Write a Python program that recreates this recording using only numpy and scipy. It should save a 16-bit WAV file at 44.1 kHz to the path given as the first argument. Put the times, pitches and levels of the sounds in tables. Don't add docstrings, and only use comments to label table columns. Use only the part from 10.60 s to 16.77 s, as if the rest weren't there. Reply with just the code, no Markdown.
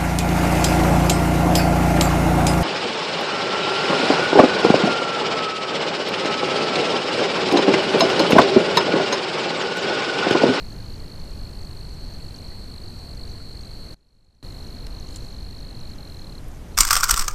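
import sys
import numpy as np
from scipy import signal
from scipy.fft import rfft, irfft
from scipy.io import wavfile
from scipy.ndimage import uniform_filter1d

SR = 44100
rng = np.random.default_rng(int(sys.argv[2]) if len(sys.argv) > 2 else 0)


def gain_from_decibels(decibels):
    exponent = np.asarray(decibels, float) / 20
    return 10 ** exponent


def pcm_store(signal):
    levels = np.round(np.clip(np.atleast_2d(signal), -1, 1) * 32767)
    wavfile.write(sys.argv[1], SR, levels.astype(np.int16).T)


N = 272087


def add(out, at_s, sound):
    i = int(at_s * SR)
    out[i:i + len(sound)] += sound[:max(N - i, 0)]


def walk(rate_hz):
    hold = int(SR / rate_hz)
    steps = np.repeat(rng.standard_normal(N // hold + 1), hold)
    return 1.52 * uniform_filter1d(uniform_filter1d(steps, hold), hold)[:N]


def band(x, lo_hz, hi_hz):
    return signal.sosfilt(signal.butter(2, [lo_hz, min(hi_hz, .45 * SR)], "band", fs=SR, output="sos"), x)


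# pitch in Hz, level of the noise there in dB per Hz.
RUSH_COLOUR = [(8, 3), (30, 1), (70, -3.5), (160, -12), (440, -22.5), (1300, -34), (3200, -39.5),
               (5000, -41), (6300, -44.5), (7500, -44.5), (9500, -45.5), (14000, -47)]
# time in seconds, flow in dB.
RUSH_FLOW = [
    (0, 0.5),
    (1.6, 0.03),
    (3.3, -0.3),
    (3.9, 0.44),
    (4.9, 0.1),
    (6.17, 0.4),
]


def rush():
    hz = np.fft.rfftfreq(N, 1 / SR) + 1
    points, dbs = np.transpose(RUSH_COLOUR)
    colour = rfft(rng.standard_normal(N)) * gain_from_decibels(np.interp(np.log(hz), np.log(points), dbs))
    out, swell = 0, walk(2.966)
    for centre in np.arange(2, 15, .5):
        share = np.clip(1 - 2 * abs(np.log2(hz) - centre), 0, 1)
        flicker = walk(9.0)
        out = out + irfft(colour * share, N) * gain_from_decibels(.4 * swell + .5 * flicker)
    s, flow_db = np.transpose(RUSH_FLOW)
    return out / np.std(out) * gain_from_decibels(-34.0 + np.interp(np.arange(N) / SR, s, flow_db))


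def cricket(strokes, wing, pace, top_hz, peak_db, scatter_db, wobble):
    ms = np.arange(int(.015 * SR)) * 1000 * pace / SR
    glide = 1 - wing["sag"] * np.clip((ms - wing["catch_ms"]) / wing["sag_ms"], 0, 1) ** wing["bend"]

    def swell(hold_db, peak_ms):
        moments_ms = [.3, wing["catch_ms"], wing["hold_ms"], peak_ms, wing["end_ms"]]
        return np.interp(ms, moments_ms, [0, gain_from_decibels(hold_db), gain_from_decibels(hold_db), 1, 0])

    shape = swell(wing["hold_db"], wing["peak_ms"])
    bright = gain_from_decibels(wing["octave_db"]) * swell(wing["octave_hold_db"], wing["octave_peak_ms"])
    tone, octave = np.zeros(N), np.zeros(N)
    for s, db, late_ms in strokes:
        size, tune, turn, shift = rng.standard_normal(4)
        teeth = uniform_filter1d(rng.standard_normal(len(ms)), size=40) * wobble
        pitch_hz = top_hz * glide * (1 + 0.004 * tune + teeth)
        phase = 2 * np.pi * (np.cumsum(pitch_hz) / SR + turn)
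        catch = np.clip((ms - late_ms - .3) / 3.2, 0, 1) if late_ms else 1
        gain = gain_from_decibels(peak_db + db + scatter_db * size) * catch
        at_s = max(s + .00015 * shift, 0)
        add(tone, at_s, gain * shape * np.sin(phase))
        add(octave, at_s, gain * bright * np.sin(2 * phase))
    return tone, octave


def phrases(rows, period_s):
    break_s, recover_s = .0409, .0229
    out = []
    for (first, _), (following, db) in zip(rows, rows[1:]):
        last = following - break_s
        count = round((last - first) / period_s) + 1
        out += [(s, 0, 0) for s in np.linspace(first, last, count)]
        out.append((following - recover_s, db, 2.5 - .5 * db))
    return out


def tiring(first_s, strokes, period_ms, drag_ms, late_ms):
    return [(first_s + (k * period_ms + drag_ms * k ** 3) / 1000, 0, late_ms) for k in range(strokes)]


STROKE = dict(catch_ms=1.8, hold_ms=4.6, peak_ms=9.1, end_ms=12.0, hold_db=-5, sag=.142, sag_ms=10.3, bend=2.1, octave_db=-32, octave_hold_db=-3, octave_peak_ms=9.2)
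# first stroke in seconds, level in dB of the stumble leading in.
NEAR_PHRASES = [(.0016, 0), (.1795, -1), (.3957, -3), (.9273, -3), (1.1646, -4), (1.363, -3), (1.6022, -3),
                (1.84, -3), (2.076, -3), (2.3325, -2), (2.5695, -3), (2.8093, -3), (3.1066, -4),
                (3.3647, -30)]


def near_cricket():
    strokes = phrases(NEAR_PHRASES, .01965)
    return sum(cricket(strokes, STROKE, pace=1.03, top_hz=4490, peak_db=-39.5, scatter_db=1.1, wobble=.025))


def tick(ring_hz, treble_db, body_db, spread):
    t = np.arange(int(.012 * SR)) / SR
    burst = rng.standard_normal(len(t)) * t / .0007 * np.exp(1 - t / .0007)
    ring = band(burst, ring_hz / spread, ring_hz * spread)
    ring = ring / abs(ring).max()
    crack = 0.51 * gain_from_decibels(treble_db) * band(burst, 7300.0, 10000.0)
    knock = 1.6 * gain_from_decibels(body_db) * band(burst, 1600.0, 2900.0)
    return ring + crack + knock


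# time in seconds, peak level in dB, pitch of the ring in Hz.
TICKS = [(.0536, -45, 6160), (.1286, -46, 7000), (.7058, -46, 6060), (1.0176, -45, 6220),
         (1.292, -42, 6040), (1.3433, -46, 5910), (1.4112, -46, 6100), (1.536, -43, 6180),
         (1.7594, -39, 5740), (1.8173, -43, 5620), (1.881, -44, 5400), (2.388, -43, 5670),
         (2.5475, -43, 6000), (3.488, -43, 5700), (3.645, -41, 6900), (3.7494, -37, 6030),
         (3.9217, -45, 6560), (4.0319, -45, 5590), (4.2673, -37, 5760), (4.398, -39, 6030),
         (4.471, -41, 5980), (4.4889, -45, 6200), (4.5073, -42, 6800), (5.3559, -45, 5700),
         (4.9803, -45, 5500), (5.0027, -45, 5720), (5.2008, -43, 5830), (5.3015, -45, 6300),
         (5.5864, -46, 6330), (5.9146, -47, 6760)]


def droplets():
    out = np.zeros(N)
    when = rng.random(50)
    size, tune = rng.standard_normal((50, 2)).T
    strays = zip(when * N / SR, -51 + 2.5 * size, 6000 * (1 + .06 * tune))
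    for s, db, hz in TICKS + list(strays):
        add(out, s + .0004, gain_from_decibels(db) * tick(hz, treble_db=-27, body_db=-7, spread=1.08))
    when, size = rng.random((1500, 2)).T
    taps = np.zeros(N)
    taps[(when * N).astype(int)] = gain_from_decibels(-57 + 11.5 * size ** 3) * np.sign(rng.standard_normal(len(when)))
    clumps = gain_from_decibels(1.5 * walk(4) + 3 * walk(25) - 1.5)
    return out + 10.0 * band(band(taps * clumps, 5700.0, 6930.0), 4900.0, 6700.0)


def bubble(hz, cycles, rise):
    t = np.arange(int(4 * cycles / hz * SR)) / SR
    ring = np.sin(2 * np.pi * hz * t * (1 + rise * t * hz / cycles))
    return ring * np.exp(-t * hz / cycles) * np.minimum(t / 0.0009, 1)


# time in seconds, peak level in dB, starting pitch in Hz.
DRIPS = [(0.1181, -44, 1640), (0.1994, -46, 1560), (0.4309, -42, 1840), (0.8649, -43, 2360),
         (1.0246, -46, 1780), (1.1094, -48, 1790), (1.917, -44, 1880), (2.7994, -43, 1330),
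         (4.4844, -49, 2930), (4.5446, -42, 2960), (5.9294, -48, 1470)]


def trickle():
    out = np.zeros(N)
    for s, db, hz in DRIPS:
        add(out, s, gain_from_decibels(db - 2.5) * bubble(hz, cycles=11.0, rise=.025))
    for when, tune, size in rng.random((400, 3)):
        gurgle = bubble(700 * 4.5 ** tune, cycles=9.2, rise=0.062)
        add(out, when * N / SR, gain_from_decibels(-63.0 + 13.0 * size ** 2) * gurgle)
    return out


RIVAL_STROKE = dict(catch_ms=2.0, hold_ms=3.8, peak_ms=7.0, end_ms=13.2, hold_db=-3, sag=.12, sag_ms=8.5, bend=1.3, octave_db=-15, octave_hold_db=-9, octave_peak_ms=11.0)
# time in seconds, level in dB.
RIVAL_EFFORT = [
    (.4, -24),
    (.7, -13),
    (1.1, -8),
    (1.55, 0),
]


def rival_cricket():
    strokes = tiring(first_s=.3929, strokes=143, period_ms=20.375, drag_ms=1.29e-5, late_ms=0)
    tone, octave = cricket(strokes, RIVAL_STROKE, pace=1, top_hz=4520, peak_db=-41.5, scatter_db=.9, wobble=.015)
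    s, effort_db = np.transpose(RIVAL_EFFORT)
    effort_db = np.interp(np.arange(N) / SR, s, effort_db)
    return tone * gain_from_decibels(effort_db) + octave * gain_from_decibels(.35 * effort_db)


# first stroke in seconds, level in dB of the stumble leading in.
LATE_PHRASES = [
    (3.341, 0),
    (3.402, -5),
    (3.9406, -1),
    (4.3013, -6),
    (4.7808, 0),
    (5.1438, -3),
    (5.351, -1),
]


def late_cricket():
    wind_down = tiring(first_s=5.3778, strokes=17, period_ms=22.5, drag_ms=.009, late_ms=2.2)
    restart = [(6.114 + k * .026, -10 / 2 ** k, 3 - k) for k in range(3)]
    strokes = phrases(LATE_PHRASES, .02) + wind_down + restart
    return sum(cricket(strokes, STROKE, pace=1, top_hz=4410, peak_db=-38.6, scatter_db=.5, wobble=.025))


# start in seconds, length in seconds, level in dB, lowest pitch in Hz, highest pitch in Hz.
CRACKLE = [(4.266, 0.0049, -38, 4500, 10500), (4.267, 0.0052, -36, 1200, 3500),
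           (4.483, 0.0092, -46, 1400, 9000), (4.51, .010, -57, 4800, 9500), (4.535, 0.021, -45, 2500, 9000),
           (4.555, 0.014, -38, 2200, 9600), (4.488, 0.065, -55, 2500, 12000),
           (4.567, 0.0092, -39, 5500, 9800), (4.584, 0.14, -55, 5000, 10000),
           (5.884, 0.0018, -39, 7500, 13000)]


def twigs():
    out = np.zeros(N)
    for s, length_s, db, lo_hz, hi_hz in CRACKLE:
        n = int(length_s * SR)
        clicks = rng.standard_normal(n) * rng.standard_normal(n) * np.hanning(n) ** .5
        add(out, s, gain_from_decibels(db) * band(np.pad(clicks, (0, 200)), lo_hz, hi_hz))
    return out


# time in seconds, peak level in dB, pitch of the
# ring in Hz.
SNAPS = [
    (4.5327, -37, 7400),
    (4.5607, -22.5, 7200),
    (4.5622, -35, 3300),
    (4.5722, -33, 9000),
    (5.8845, -38, 11500),
]


def snaps():
    out, t = np.zeros(N), np.arange(int(.008 * SR)) / SR
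    crack = 1.5
    for s, db, hz in SNAPS:
        fade = (np.exp(-t / .0011) + crack * np.exp(-t * hz / 2.5)) / (1 + crack)
        add(out, s, gain_from_decibels(db) * fade * np.sin(2 * np.pi * hz * t))
    return out


def bank_echo(close):
    t = np.arange(int(.06 * SR)) / SR
    bank = rng.standard_normal(len(t)) * np.exp(-t / 0.019) * (t > .002)
    return gain_from_decibels(-41.0) * signal.fftconvolve(close, bank)[:N]


def scene():
    water = rush()
    crickets = near_cricket() + rival_cricket() + late_cricket()
    close = crickets + droplets() + trickle() + twigs() + snaps()
    return (close + bank_echo(close) + water)[None]


def lose_faint_treble(sound, hush_s):
    hz, s, frames = signal.stft(sound, SR, "hann", 2048, 1536)
    power = uniform_filter1d(uniform_filter1d(abs(frames) ** 2, size=5, axis=1), size=3, axis=2)
    typical = uniform_filter1d(power, size=60, axis=1)
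    limit = np.interp(hz, [8600, 9600, 11000, 14000], [0, .45, .72, .78])[:, None]
    top_hz = np.where((s > hush_s[0]) & (s < hush_s[1]), 12800, 13900)
    kept = (power > limit * typical) * (hz[:, None] < top_hz)
    return signal.istft(frames * kept, SR, "hann", 2048, 1536)[1][:, :N]


def roll_off(x):
    return signal.sosfilt(signal.butter(12, 14920, fs=SR, output="sos"), x)


def record(dry):
    hush_s, hush_gain = (3.3452, 3.8276), gain_from_decibels(-24.6)
    thinned = lose_faint_treble(dry, hush_s)
    turns_s = [hush_s[0] - .002, hush_s[0], hush_s[1], hush_s[1] + .0001]
    gain = np.interp(np.arange(N) / SR, turns_s, [1, hush_gain, hush_gain, 1])
    hiss = gain_from_decibels(-81.0) * band(rng.standard_normal(N), 3500., 10500.)
    return roll_off(thinned * gain + hiss)


dry = scene()
out = record(dry)
pcm_store(out)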